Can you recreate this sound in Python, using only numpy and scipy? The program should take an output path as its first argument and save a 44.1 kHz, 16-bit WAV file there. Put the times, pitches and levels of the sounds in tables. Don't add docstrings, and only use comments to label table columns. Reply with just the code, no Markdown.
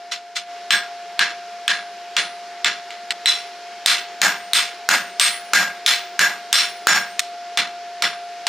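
import sys
import numpy as np
from scipy import signal
from scipy.fft import rfft, irfft, next_fast_len
from scipy.io import wavfile
from scipy.ndimage import uniform_filter1d

SR = 44100
rng = np.random.default_rng(int(sys.argv[2]) if len(sys.argv) > 2 else 0)


def how_loud(loudness_db):
    steps = np.asarray(loudness_db, float) / 20
    return 10 ** steps


def unload_audio(sound):
    columns = np.transpose(np.atleast_2d(sound))
    steps = np.round(np.clip(columns, -1, 1) * 32767)
    wavfile.write(sys.argv[1], SR, steps.astype(np.int16))


N = 373968
KNEE_HZ = 6500


def at_hz(points, hz):
    table_hz, value = np.transpose(points)
    return np.interp(np.log(hz), np.log(table_hz), value)


def butter(x, hz, kind, order):
    return signal.sosfilt(signal.butter(order, hz, kind, fs=SR, output="sos"), x)


def drift(rate_hz):
    r = np.exp(-2 * np.pi * rate_hz * 16 / SR)
    slow = signal.lfilter([1], [1, -2 * r, r * r], rng.standard_normal(N // 16 + 4002))[4000:]
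    return np.interp(np.arange(N) / 16, np.arange(len(slow)), slow / slow.std())


def bands(spectrum, likeness, peaky_db, width_hz, top_hz):
    edges_hz = 56 * 2 ** (np.arange(26) / 3)
    centres_hz = np.sqrt(edges_hz[1:] * edges_hz[:-1])
    size = next_fast_len(N)
    bins_hz = np.fft.rfftfreq(size, 1 / SR)
    knots = rng.standard_normal(1200)
    crowd_db = peaky_db * (1 + bins_hz / 9000) * np.interp(bins_hz / width_hz, np.arange(1200), knots)
    crowd = how_loud(crowd_db)
    crowd = crowd / np.sqrt(uniform_filter1d(crowd ** 2, size=size // 40))
    crowd = crowd / (1 + (bins_hz / top_hz) ** 24)
    noise = irfft(rfft(rng.standard_normal((2, 2, size))) * crowd, size)[..., :N]
    noise = noise / noise.std()
    out = []
    for k, hz in enumerate(centres_hz):
        mid, side = butter(noise[k % 2], edges_hz[k:k + 2], "band", order=2)
        alike = np.sqrt(np.clip(at_hz(likeness, hz), 0, 1))
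        stereo = np.sqrt(1 + alike) * mid + np.sqrt(1 - alike) * side * [[1], [-1]]
        out.append(how_loud(at_hz(spectrum, hz)) * stereo)
    return np.array(out), centres_hz


def blower(t, level_db):
    phase = 2 * np.pi * np.cumsum(700.35 + 0.487 * drift(0.95)) / SR
    tone = np.sin(phase) + how_loud(-23.5) * np.sin(2 * phase)
    return np.sqrt(2) * tone * how_loud(level_db + 0.67 * drift(9.8)) * how_loud([[.35], [-.35]])


def burner(level_db):
    # hz, level_db_per_hz
    hiss_spectrum = [(60, -62), (100, -61), (170, -25), (215, -16), (280, -26.5), (400, -11), (520, -20),
                     (800, -12.5), (1090, -20.5), (1410, -12.5), (3060, -18), (6020, -19), (6800, -32),
                     (14300, -42.5)]
    # hz, left_right_likeness
    hiss_alike = [(60, 1.0), (180, 0.99), (550, 1), (1650, 0.98), (3000, 1), (4970, 0.27), (15000, 0.041)]
    hiss, _ = bands(hiss_spectrum, hiss_alike, peaky_db=1.5, width_hz=14, top_hz=13400)
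    hiss = sum(band * how_loud(0.62 * drift(10)) for band in hiss)
    return hiss / hiss.std() * how_loud(level_db)


def forge():
    # start_s, blower_db, hiss_db
    forge_levels = [(0, -37.5, -45), (.3, -41, -46.5), (.46, -38, -46.5), (.5, -35, -41),
                    (3.102, -36.5, -41), (3.14, -37.5, -40), (7.19, -36.5, -40), (7.221, -34, -41),
                    (8.48, -33.5, -41)]
    s, tone_db, hiss_db = np.transpose(forge_levels)
    t = np.arange(N) / SR
    return blower(t, np.interp(t, s, tone_db)) + burner(np.interp(t, s, hiss_db))


def racks():
    # hz, level_db
    flat_spectrum = [(60, 0), (16000, 0)]
    # hz, left_right_likeness
    wash_alike = [(60, 0.99), (180, 1.0), (550, 1), (1650, 0.99), (4970, 0.5), (15000, 0.04)]
    return bands(flat_spectrum, wash_alike, peaky_db=3.0, width_hz=30, top_hz=14200)


def after(s):
    changes_s = [
        .7,
        3.13,
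        7.209,
    ]
    carry_db, fade_s = -24.5, 0.01
    start = round(s * SR)
    t = np.arange(min(N - start, SR // 2 + SR // 4)) / SR
    change = min([c for c in changes_s if c > s] + [np.inf])
    return start, t, how_loud(carry_db * np.clip(1 + (s + t - change) / fade_s, 0, 1) ** 2)


def shape_db(waves, place):
    node_leak = .03
    return 20 * np.log10(abs(np.cos(np.pi * np.array(waves) * place)) + node_leak)


def rings(t, modes, chance, width, beats):
    out = 0
    for (hz, level_db, t60_s), (turn, split, skew) in zip(modes, chance):
        phase = 2 * np.pi * hz * t
        apart = width * min(hz / 5000, 2) * np.array([[1], [-1]])
        beat = 2 * np.pi * beats / t60_s * (1 + hz / 7000) * t
        twins = np.sin(phase + 0.43 * apart + beat * split + turn)
        twins = twins + np.sin(phase - 2.0 * apart + beat * turn + 3.73 * skew)
        main = np.sin(phase + apart * np.tanh(skew))
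        out = out + how_loud(level_db - 60 * t / t60_s) * (main + .52 * twins)
    return out


def contact(t, crack, crack_db, tilt_db, dull_db, chance):
    tips = []
    for (hz, db, t60_s), (detune, uneven, _) in zip(crack, chance):
        colour_db = tilt_db * np.log2(hz / 3500) + dull_db * max(np.log2(hz / KNEE_HZ), 0)
        tips.append((hz * how_loud(0.43 * detune), crack_db - 8.5 + db + colour_db + 2.0 * uneven, t60_s))
    snap_hz = [1500 * how_loud(2.0 * min(tilt_db, 0)), 8000 * how_loud(0.46 * dull_db)]
    mid, side = butter(rng.standard_normal((2, len(t))), snap_hz, "band", order=2)
    snap = (mid + 0.017 * side * [[1], [-1]]) * how_loud(crack_db - 3.0 - 60 * t / 0.032)
    onset = 1 - np.exp(-(t / 0.00059) ** 3)
    return (rings(t, tips, chance, width=0.032, beats=3.5) + snap) * onset


def echoes(hit, heard, stretch):
    # delay_s, level_db
    reflections = [
        (.0145, -15),
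        (.0215, -11),
        (.027, -13),
        (.036, -15),
    ]
    size = hit.shape[1]
    out = hit * heard[:size]
    dull = signal.lfilter([.6], [1, -.4], hit)
    for delay_s, echo_db in reflections:
        lag = round(delay_s * SR * stretch)
        out[:, lag:] += how_loud(echo_db) * dull[:, :max(size - lag, 0)] * heard[lag:size]
    return out


def steel(t, s, spot, landing, anvil_db, head, head_db, length, chance):
    # list of mode_hz, list of t60_s
    anvil_hz, anvil_t60_s = [1615, 3982, 5547, 11040, 15183], [.36, .2, .3, .25, .6]
    # hz, relative_db, t60_s
    stand = [(1642, -4, .28), (1665, -3, .3), (1690, -6, .26), (1780, -5, .28)]
    anvil_waves = [5, 5.5, 6, 6.5, 7.5]
    head_waves = [2, 3, 5, 5.5, 6]
    body_db = anvil_db + shape_db(anvil_waves, spot)
    face_db = head_db + shape_db(head_waves, landing)
    horn_db = 5 * (s < 2.8)
    modes = list(zip(anvil_hz, body_db, anvil_t60_s)) + list(zip(head[0], face_db, head[1]))
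    modes += [(hz, body_db[0] + db + horn_db, t60_s) for hz, db, t60_s in stand]
    modes = [(hz * length, db, t60_s) for hz, db, t60_s in modes]
    return rings(t / length, modes, chance, width=0.44, beats=7.3) * (1 - np.exp(-t / 0.013))


def wash_swell(t, level_db, length, centres_hz):
    # hz, t60_s
    wash_t60 = [(150, 0.45), (400, 0.37), (1000, 0.4), (2800, 0.36), (7000, 0.29), (14000, 0.23)]
    hz = centres_hz[:, None]
    rise = 1 - 0.86 * np.exp(-(t / (0.011 + 0.28 / hz)) ** 2)
    return rise * how_loud(level_db - 60 * t / (length * at_hz(wash_t60, hz)))


def blows(strikes, work, anvil_db, crack, head, head_db, colour, wash, centres_hz):
    out, swell = np.zeros((2, N)), np.zeros((len(centres_hz), N))
    hz = centres_hz[:, None]
    colour_db = at_hz(colour, hz)
    octaves_above = np.maximum(np.log2(hz / KNEE_HZ), 0)
    chances = rng.standard_normal((len(strikes), 24, 3))
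    for (s, wash_db, spot, landing, ring_db), chance in zip(strikes, chances):
        kind = np.searchsorted(np.array(work)[:, 0], s) - 1
        _, over_db, tilt_db, length, dull_db = work[kind]
        start, t, heard = after(s)
        short = t[:SR // 16]
        hit = contact(short, crack, wash_db + over_db, tilt_db, dull_db, chance[19:])
        out[:, start:start + len(short)] += echoes(hit, heard, stretch=how_loud(0.32 * chance[18, 0]))
        body_db = wash_db + np.array(anvil_db[kind])
        face_db = wash_db + ring_db + np.array(head_db)
        ring = steel(t, s, spot, landing, body_db, head, face_db, length, chance)
        out[:, start:start + len(t)] += heard * ring
        level_db = wash_db + 15.5 + colour_db + tilt_db * np.log2(hz / 3500) + dull_db * octaves_above
        swell[:, start:start + len(t)] += heard * wash_swell(t, level_db, length, centres_hz)
    clatter = how_loud(1.8 * drift(200))
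    return out + clatter * np.einsum("bcn,bn->cn", wash, swell)


def sledge_hammer(wash, centres_hz):
    # start_s, strength_db, anvil_spot (0-1), face_spot (0-1), head_ring_db
    strikes = [
        (4.216, -10, 0.27, 0.56, -1.5),
        (4.889, -9, 0.92, 0.56, -1),
        (5.534, -8, 0.44, 0.28, -0.5),
        (6.192, -11, 0.44, 0.63, -4),
        (6.87, -4.5, 0.14, 0.27, 1.5),
    ]
    # start_s, crack_over_wash_db, tilt_db_per_octave, length_factor, dulling_db_per_octave above the knee
    work = [
        (0, 16.8, 0.01, 0.94, -5),
    ]
    # five columns in db, one row per kind of work
    anvil_db = [(5, -11, 0.45, -17, -33)]
    # hz, level_db, t60_s
    crack = [(1420, 4.5, 0.0133), (2600, -32, 0.0056), (4100, -30, 0.0095), (6500, 0, 0.012),
             (12950, 8, 0.003)]
    # list of mode_hz, list of t60_s
    head = [3085, 6972, 8710, 12055, 13005], [.36, .26, .9, .34, .34]
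    head_db = [-17, -1.5, -26, -19, -8]
    # hz, level_db_per_hz
    colour = [(60, -48), (100, -38), (190, -16.5), (535, -22.5), (800, -11), (1230, -13), (1700, -5.5),
              (2860, -12.5), (4500, -12), (7000, -17), (8500, -17.5), (11000, -27.5), (14000, -22),
              (16500, -55)]
    return blows(strikes, work, anvil_db, crack, head, head_db, colour, wash, centres_hz)


def hand_hammer(wash, centres_hz):
    # start_s, strength_db, anvil_spot (0-1), face_spot (0-1), head_ring_db
    strikes = [(0.113, -22, 0.015, 0.5, -15), (0.354, -21.5, 0.425, 0.825, -21),
               (0.706, -17, 0.19, 0.89, -6.0), (1.192, -18, 0.61, 0.83, -20.0),
               (1.679, -19.0, 0.42, 0.83, -13.5), (2.166, -19.5, 0.085, 0.815, -9),
               (2.645, -19, 0.275, 0.845, -22.0), (2.905, -41, 0.095, 0.495, -18),
               (3.106, -25.5, 0.095, 0.34, -19), (3.258, -18.5, 0.01, 0.475, -6),
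               (3.86, -10, 0.75, 0.295, -17), (4.533, -11, 0.08, 0.33, -11.5),
               (5.197, -9.5, 0.43, 0.23, -2), (5.862, -11.5, 0.425, 0.49, -11.5),
               (6.528, -8.5, 0.84, 0.77, -10.5), (7.193, -12.5, 0.105, 0, -15),
               (7.573, -20, 0.735, 0.48, -13), (8.022, -19, 1, 0.17, -13), (8.4675, -21, 0.08, 0.16, -12.0)]
    # start_s, crack_over_wash_db, tilt_db_per_octave, length_factor, dulling_db_per_octave above the knee
    work = [
        (0, -15, 3, 0.49, -14),
        (.7, 25.5, -0.76, 0.9, -13.5),
        (3.2, 26.5, 2.5, 1.145, -18.5),
        (3.5, 18, 2, 0.99, -3),
        (7.3, 21, -1.64, 0.84, -5.5),
    ]
    # five columns in db, one row per kind of work
    anvil_db = [(-19, 0, -10, -41, -63), (2.0, 2, -1, -36, -49), (-29, 14.5, 1, -11, -33),
                (-8, -20, 3, -8.5, -24), (-4.5, -13, -4, -31, -44)]
    # hz, level_db, t60_s
    crack = [(1980, -12.5, 0.013), (3565, 5, 0.01), (5380, -4, 0.005), (7960, -6.5, 0.018),
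             (14100, -24, 0.0037)]
    # list of mode_hz, list of t60_s
    head = [3440, 8236, 9435, 13430, 15570], [.27, .22, .52, .26, .33]
    head_db = [10, 13.5, -5.5, -5, -24]
    # hz, level_db_per_hz
    colour = [(60, -52), (100, -39), (200, -22.5), (415, -22), (700, -24.5), (950, -14), (2300, -5),
              (2750, -11), (3500, -4), (6000, -14.5), (8500, -20.5), (11000, -24.5), (14000, -25),
              (16500, -48)]
    return blows(strikes, work, anvil_db, crack, head, head_db, colour, wash, centres_hz)


def scene():
    wash, centres_hz = racks()
    return forge() + sledge_hammer(wash, centres_hz) + hand_hammer(wash, centres_hz)


def limiter(x):
    ceiling_db, attack_s, release_db_per_s = -4.5, 0.0016, 375
    over_db = np.maximum(20 * np.log10(abs(x).max(axis=0) + 1e-9) - ceiling_db, 0)
    ramp_db = release_db_per_s * np.arange(N) / SR
    held_db = np.maximum.accumulate(over_db + ramp_db) - ramp_db
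    lag = np.exp(-1 / (attack_s * SR))
    return x * how_loud(-signal.lfilter([1 - lag], [1, -lag], held_db))


def low_pass(x):
    return signal.sosfilt(signal.butter(12, 16810, fs=SR, output="sos"), x)


def record(dry):
    x = limiter(dry)
    x = x / (1 + (abs(x) / .78) ** 4) ** .25
    x = butter(x, 16300, "low", order=8)
    x = butter(x, 180, "high", order=2)
    return low_pass(x)


dry = scene()
out = record(dry)
unload_audio(out)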